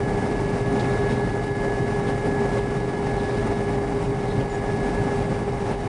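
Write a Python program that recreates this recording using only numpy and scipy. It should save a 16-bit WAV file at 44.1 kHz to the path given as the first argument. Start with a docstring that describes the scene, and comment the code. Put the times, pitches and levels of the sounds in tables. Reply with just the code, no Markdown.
"""Inside the cab of a combine harvester that picks up a swath at steady, governed speed.
Rotating parts give tones: a six-cylinder diesel drones, unbalanced shafts shake the floor, a fan hums
and a hydraulic pump whines. Random impacts give noise that follows the flow of crop: straw rumbles
through the threshing drum and rustles over the header. Wads scrape the header's sheet metal,
loose cab fittings rattle now and then, and a dry joint gives one broken squeak."""
import sys
import numpy as np
from scipy import signal
from scipy.fft import rfft, irfft
from scipy.io import wavfile

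SR = 44100
rng = np.random.default_rng(int(sys.argv[2]) if len(sys.argv) > 2 else 0)


def pcm_store(signal):
    """Save signal as 16-bit PCM."""
    levels = np.round(np.clip(np.atleast_2d(signal), -1, 1) * 32767)
    wavfile.write(sys.argv[1], SR, levels.astype(np.int16).T)


N = 259296
TIME = np.arange(N) / SR
FREQS = np.arange(N // 2 + 1) * SR / N


def undb(db):
    """Amplitude ratio of a level in decibels."""
    return 10 ** (np.asarray(db) / 20)

def unit(x):
    """Normalisation to rms 1."""
    return x / np.sqrt(np.mean(x ** 2))

def curve(points):
    """Linear interpolation of (seconds, value) points at every sample."""
    return np.interp(TIME, *np.transpose(points))

def walk(hz):
    """Slow random fluctuation: noise low-passed at hz, with rms 1."""
    return unit(irfft(rfft(rng.standard_normal(N)) / (1 + (FREQS / hz) ** 4) * (FREQS > 0), N))

def turns(hz):
    """Phase in radians as the integral of frequency, from a random start."""
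    return 2 * np.pi * (np.cumsum(hz * np.ones(N)) / SR + rng.random())

def tone(phase, db):
    """A sinusoid at an rms level."""
    return np.sqrt(2) * undb(db) * np.sin(phase)

def colour(x, spectrum):
    """Spectral shaping by (Hz, dB) points, to rms 1."""
    hz, db = np.transpose(spectrum)
    gain = undb(np.interp(np.log(np.maximum(FREQS, 1)), np.log(hz), db))
    return unit(irfft(rfft(x) * gain, N))

def ring(x, hz, width):
    """Resonance: two like band-pass stages in series, each `width` Hz wide."""
    b, a = signal.iirpeak(hz, hz / width, fs=SR)
    return signal.lfilter(b, a, signal.lfilter(b, a, x))

def impacts(per_s, spread_db):
    """Shot noise: impulses at random times and of uneven size, with rms 1."""
    hits = rng.random(N) < per_s / SR
    return unit(hits * rng.standard_normal(N) * undb(spread_db * rng.standard_normal(N)))

def swell(middle, length):
    """A raised-cosine pulse, above half height for `length` seconds."""
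    return np.cos(np.pi / 2 * np.clip((TIME - middle) / length, -1, 1)) ** 2

def throb(hz, peak_s):
    """Sinusoidal modulation of +-1 with a crest at peak_s."""
    return np.cos(2 * np.pi * hz * (TIME - peak_s))

def easing(db_per_s=0.12):
    """A slow linear decline in dB, zero at mid-time."""
    return -db_per_s * (TIME - TIME.mean())


# Diesel partials. Each row: multiple of the four-stroke cycle rate, rms level in dB.
DIESEL_PARTIALS = [(2, -43.5), (3, -48.5), (5, -45), (6, -38), (7, -63), (8, -42.5), (10, -57), (14, -50.5),
                   (15, -47), (16, -53), (17, -53), (22, -52.5), (25, -56.5), (28, -58), (33, -62),
                   (37, -52.5), (48, -52.5), (51, -65), (53, -60), (57, -68.5), (59, -60.5), (94, -60.5)]

def engine(cycle, waver_db=2.2, waver_rad=0.39):
    """Periodic combustion gives harmonics; each wavers in level and phase as the firings vary."""
    out = np.zeros(N)
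    for order, db in DIESEL_PARTIALS:
        phase = round(order) * cycle + 2 * np.pi * rng.random() + waver_rad * walk(6)
        out += tone(phase, db + waver_db * walk(3.6) + easing())
    return out


# Hum of shafts and belts. Each row: frequency in Hz, rms level in dB.
SHAFT_TONES = [(21.9, -58.5), (28.1, -46), (45.2, -42), (47.8, -52), (50.7, -43), (135.9, -43),
               (280.3, -43.5)]

def shafts(slip=0.0045):
    """Rotating unbalance forces vibration; belts slip a little and close frequencies beat."""
    return sum(tone(turns(hz * (1 + slip * walk(1.54))), db + 3.1 * walk(4)) for hz, db in SHAFT_TONES)


# Course of the fan's hum. Each row: time in seconds, level in dB.
FAN_LEVEL = [(0, -29), (.65, -29.5), (.8, -29), (1.15, -27.5), (1.35, -33.5), (1.75, -30), (2.55, -27.5),
             (2.82, -31.5), (3.3, -28), (3.85, -29), (4.55, -31.5), (5.15, -29), (5.88, -32)]

def fan(blade_hz=404.4, beat_hz=6.56, flutter_db=1.0):
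    """The blade-passing tone beats against a weaker tone just below it; its octave sounds above."""
    level_db = curve(FAN_LEVEL)
    blade = turns(blade_hz * (1 + .0006 * walk(2)))
    neighbour = blade - 2 * np.pi * beat_hz * (TIME - .147)
    db = level_db + flutter_db * walk(22)
    octave = tone(2 * blade, level_db.mean() - 12.5 + 2.5 * walk(4.2))
    return tone(blade, db) + tone(neighbour, db - 14) + octave


# Course of the pump's whine under load. Each row: time in seconds, level in dB.
PUMP_LEVEL = [(0, -43), (.5, -44), (1.05, -40), (1.35, -43.5), (1.65, -40), (2.1, -43.5), (2.4, -40.5),
              (2.85, -45), (3.1, -43), (3.7, -45), (4.02, -50.5), (4.4, -45), (4.95, -42), (5.88, -52.5)]
# Pump partials. Each row: multiple of the piston rate, offset from the mean level in dB,
# rms flutter in dB, factor on the level's swing.
PUMP_PARTIALS = [(1, 3, 1.5, 0.7), (2, -5.5, 0, .3), (4, 1.73, 0.8, 1.35), (5, -9.5, 1.5, 1),
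                 (7, -19, 3, 0.3), (8, -28, 1, .3), (9, -21, 1.5, 0.2), (11, -19.5, 1.5, 0)]

def pump(piston_hz=422.15, wander=0.000874, jitter=.00059, throb_db=1.3):
    """Pressure ripple from the pistons gives harmonics that throb, flutter and swell with the load."""
    db = curve(PUMP_LEVEL)
    piston = turns(piston_hz * (1 + wander * walk(1.42) + jitter * walk(18)))
    swing_db = db - db.mean() + throb_db * throb(hz=6.925, peak_s=.071)
    return sum(tone(round(order) * piston, db.mean() + offset + factor * swing_db + flutter * walk(14))
               for order, offset, flutter, factor in PUMP_PARTIALS)


# Slow feed of crop. Each row: time in seconds, flow in dB relative to the usual flow.
CROP_FEED = [(0, -0.2), (.68, 0.6), (.85, 2.5), (1.15, 0.8), (1.45, -1.7), (1.67, .4), (1.95, -0.15),
             (2.5, 1.5), (2.85, -1.5), (3.07, -0.5), (3.5, 0.65), (4.1, -1.6), (4.62, -1.5), (4.9, 1.6),
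             (5.45, -1.4), (5.88, -0.7)]
# Brief swells (+) and dips (-) in the level of the rumble and hiss.
# Each row: middle in seconds, length in seconds, change of level in dB.
SWELLS_AND_DIPS = [(0.233, 0.051, 2), (0.636, 0.033, -5.5), (1.12, .05, 2.5), (1.525, .04, -2),
                   (2.09, 0.04, 2.5), (2.555, 0.054, 1.5), (2.625, 0.039, -4), (3.08, 0.065, 1.6),
                   (4.037, 0.036, 2.5), (4.384, 0.059, 2.3), (4.484, 0.051, -2), (5.314, 0.041, 3.5),
                   (5.455, 0.028, -2), (5.713, 0.091, 3), (5.77, .06, -5)]

def noise_envelope(uneven_db=0.56):
    """Common modulation in dB: threshing and straw noise follow the feed, and briefly swell and dip."""
    brief_db = sum(db * swell(middle, length) for middle, length, db in SWELLS_AND_DIPS)
    return curve(CROP_FEED) + brief_db + uneven_db * walk(24)


# Modes of the cab's panels. Each row: frequency in Hz, stage bandwidth in Hz, relative gain in dB.
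PANEL_MODES = [(555, 29, -7.5), (706, 29.4, -3), (776, 46, -4), (821, 42, -6.5), (865, 23.4, -6.5),
               (944, 31, -8.5), (1115, 36, -12)]
# Spectra of the drum's roar and the housing's rumble. Each row: frequency in Hz, relative density in dB.
ROAR_SPECTRUM = [(250, -19.5), (400, -6.5), (490, -0.5), (630, -2.5), (850, -5.5), (1020, -12),
                 (1200, -11.5), (1500, -15), (1720, -13), (1930, -17), (2220, -14), (2500, -30),
                 (4000, -35.5)]
RUMBLE_SPECTRUM = [(15, -35), (32, -23), (48, -9), (60, -12.5), (78, -9.5), (100, -2), (122, 0),
                   (155, -3.5), (185, -3.5), (255, -3.5), (320, -10), (420, -7.5), (520, -22.5),
                   (900, -48.5)]

def threshing(cycle, drum, envelope_db, panel_db=-37, body_db=-33, rumble_db=-27):
    """Impact excitation: crop knocks in the drum and rings the cab's panels, over a low rumble."""
    knocks = impacts(6000, 2.6) * drum * undb(0.59 * walk(28))
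    panels = unit(sum(undb(db) * ring(knocks, hz, width) for hz, width, db in PANEL_MODES))
    body = colour(impacts(9000, 1.96) * drum * undb(0.78 * walk(19)), ROAR_SPECTRUM)
    roar = undb(panel_db) * panels + undb(body_db) * body
    crank = 1 + 0.14 * np.sin(2 * cycle)  # the crankshaft shakes the housing once a revolution
    rumble = colour(rng.standard_normal(N) * crank, RUMBLE_SPECTRUM)
    rumble *= undb(rumble_db + easing() + 0.37 * walk(26))
    return undb(envelope_db) * (roar + rumble)


# Spectra of the stalks' rustle and the chaff's hiss. Each row: frequency in Hz, relative density in dB.
STALK_SPECTRUM = [(1200, -23.5), (2300, 3.5), (2800, 1.5), (3100, -3), (3800, -4), (4500, -8), (5150, -5.5),
                  (6500, -16), (10000, -25)]
CHAFF_SPECTRUM = [(2000, -9), (4500, 0), (5600, 1.5), (6800, -3), (8000, -1.5), (10000, -1.5)]

def straw(drum, envelope_db, stalk_db=-49, chaff_db=-51.5, tine_hz=6.14, tine_db=0.87):
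    """Amplitude-modulated noise: stalks and chaff surge as each row of pickup tines lifts the swath."""
    surge = undb(0.74 * walk(9.9) + tine_db * throb(tine_hz, peak_s=.145))
    drum_pulse = 1 + 0.95 * (drum - 1)
    stalks = colour(impacts(16000, 3.7), STALK_SPECTRUM) * undb(stalk_db + 0.85 * envelope_db)
    chaff = colour(rng.standard_normal(N), CHAFF_SPECTRUM)
    chaff *= undb(chaff_db + 0.72 * envelope_db + 1.1 * walk(14))
    return surge * drum_pulse * (stalks + chaff)


# Modes of the header's sheet. Each row: frequency in Hz, stage bandwidth in Hz, relative gain in dB.
SHEET_MODES = [(3430, 220, -5.5), (3780, 230, -2.5), (4160, 160, -4.5), (5300, 140, -9.5)]
# Scraping wads. Each row: middle in seconds, length in seconds, level at the crest in dB.
WAD_SCRAPES = [(1.05, 0.44, -54.5), (3.33, 0.63, -57), (4.28, 0.13, -53.5)]

def scrape(light_rub_db=-71, uneven_db=2.5):
    """Friction excites the sheet metal's modes, lightly throughout and harder under each wad of straw."""
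    wads = sum(undb(db) * swell(middle, length) for middle, length, db in WAD_SCRAPES)
    rub = impacts(8000, 1.6) * undb(-uneven_db * walk(25))
    sheet = unit(sum(undb(db) * ring(rub, hz, width) for hz, width, db in SHEET_MODES))
    return (undb(light_rub_db) + wads) * sheet


# Loose fittings. Each row: crest time in seconds, level there in dB, pitch in Hz, length in seconds.
FITTING_RATTLES = [(0.8, -43.5, 3800, .018), (2.075, -45, 3180, 0.025), (2.585, -49, 3300, 0.017),
                   (4.363, -48, 3000, .018), (4.41, -48, 3000, .022), (5.726, -43, 2600, .025)]

def rattles(relative_width=0.51):
    """Repeated contact: short flurries of clicks excite a heavily damped resonance in a fitting."""
    out = np.zeros(N)
    for crest, db, hz, length in FITTING_RATTLES:
        rise_s = length / 2
        age = np.maximum(TIME - crest + rise_s, 0) / rise_s
        clicks = unit(ring(impacts(4800, 2), hz, hz * relative_width))
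        out += undb(db) * clicks * age * np.exp(1 - age)
    return out


# The two parts of the squeak. Each row: start in seconds, length in seconds, first and last
# frequency in Hz, level at the crest in dB.
JOINT_SQUEAKS = [(4.496, 0.039, 7160, 6900, -52), (4.536, 0.028, 6880, 6900, -50.5)]

def squeaks(waver=.009):
    """Stick-slip oscillation in a dry joint gives a thin, unsteady note."""
    out = np.zeros(N)
    for start, length, first_hz, last_hz, db in JOINT_SQUEAKS:
        progress = np.clip((TIME - start) / length, 0, 1)
        hz = (first_hz + (last_hz - first_hz) * progress) * (1 + waver * walk(200))
        out += tone(turns(hz), db) * np.sqrt(np.abs(np.sin(np.pi * progress)))
    return out


def scene(cycle_hz=20.94, drum_hz=22.44):
    """Superposition of all the machine's sources at the driver's seat."""
    envelope_db = noise_envelope()
    cycle = turns(cycle_hz * (1 + 0.00093 * walk(.9)))  # one cycle is two crankshaft revolutions
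    drum = 1 + 0.087 * np.sin(turns(drum_hz * (1 + .012 * walk(2.6))))  # harder knocks once a turn
    thresher = threshing(cycle, drum, envelope_db)
    drives = engine(cycle) + shafts() + fan() + pump()
    return (drives + thresher + straw(drum, envelope_db) + scrape() + rattles() + squeaks())[None]

def record(dry, cutoff_hz=10020, fade_s=.004):
    """Band limiting: a steep low-pass removes the top treble, and both ends fade briefly."""
    fade = np.clip(np.minimum(TIME, TIME[-1] - TIME) / fade_s, 0, 1)
    lowpass = signal.ellip(12, .2, 80, cutoff_hz, fs=SR, output="sos")
    return fade * signal.sosfilt(lowpass, dry)


dry = scene()
out = record(dry)
pcm_store(out)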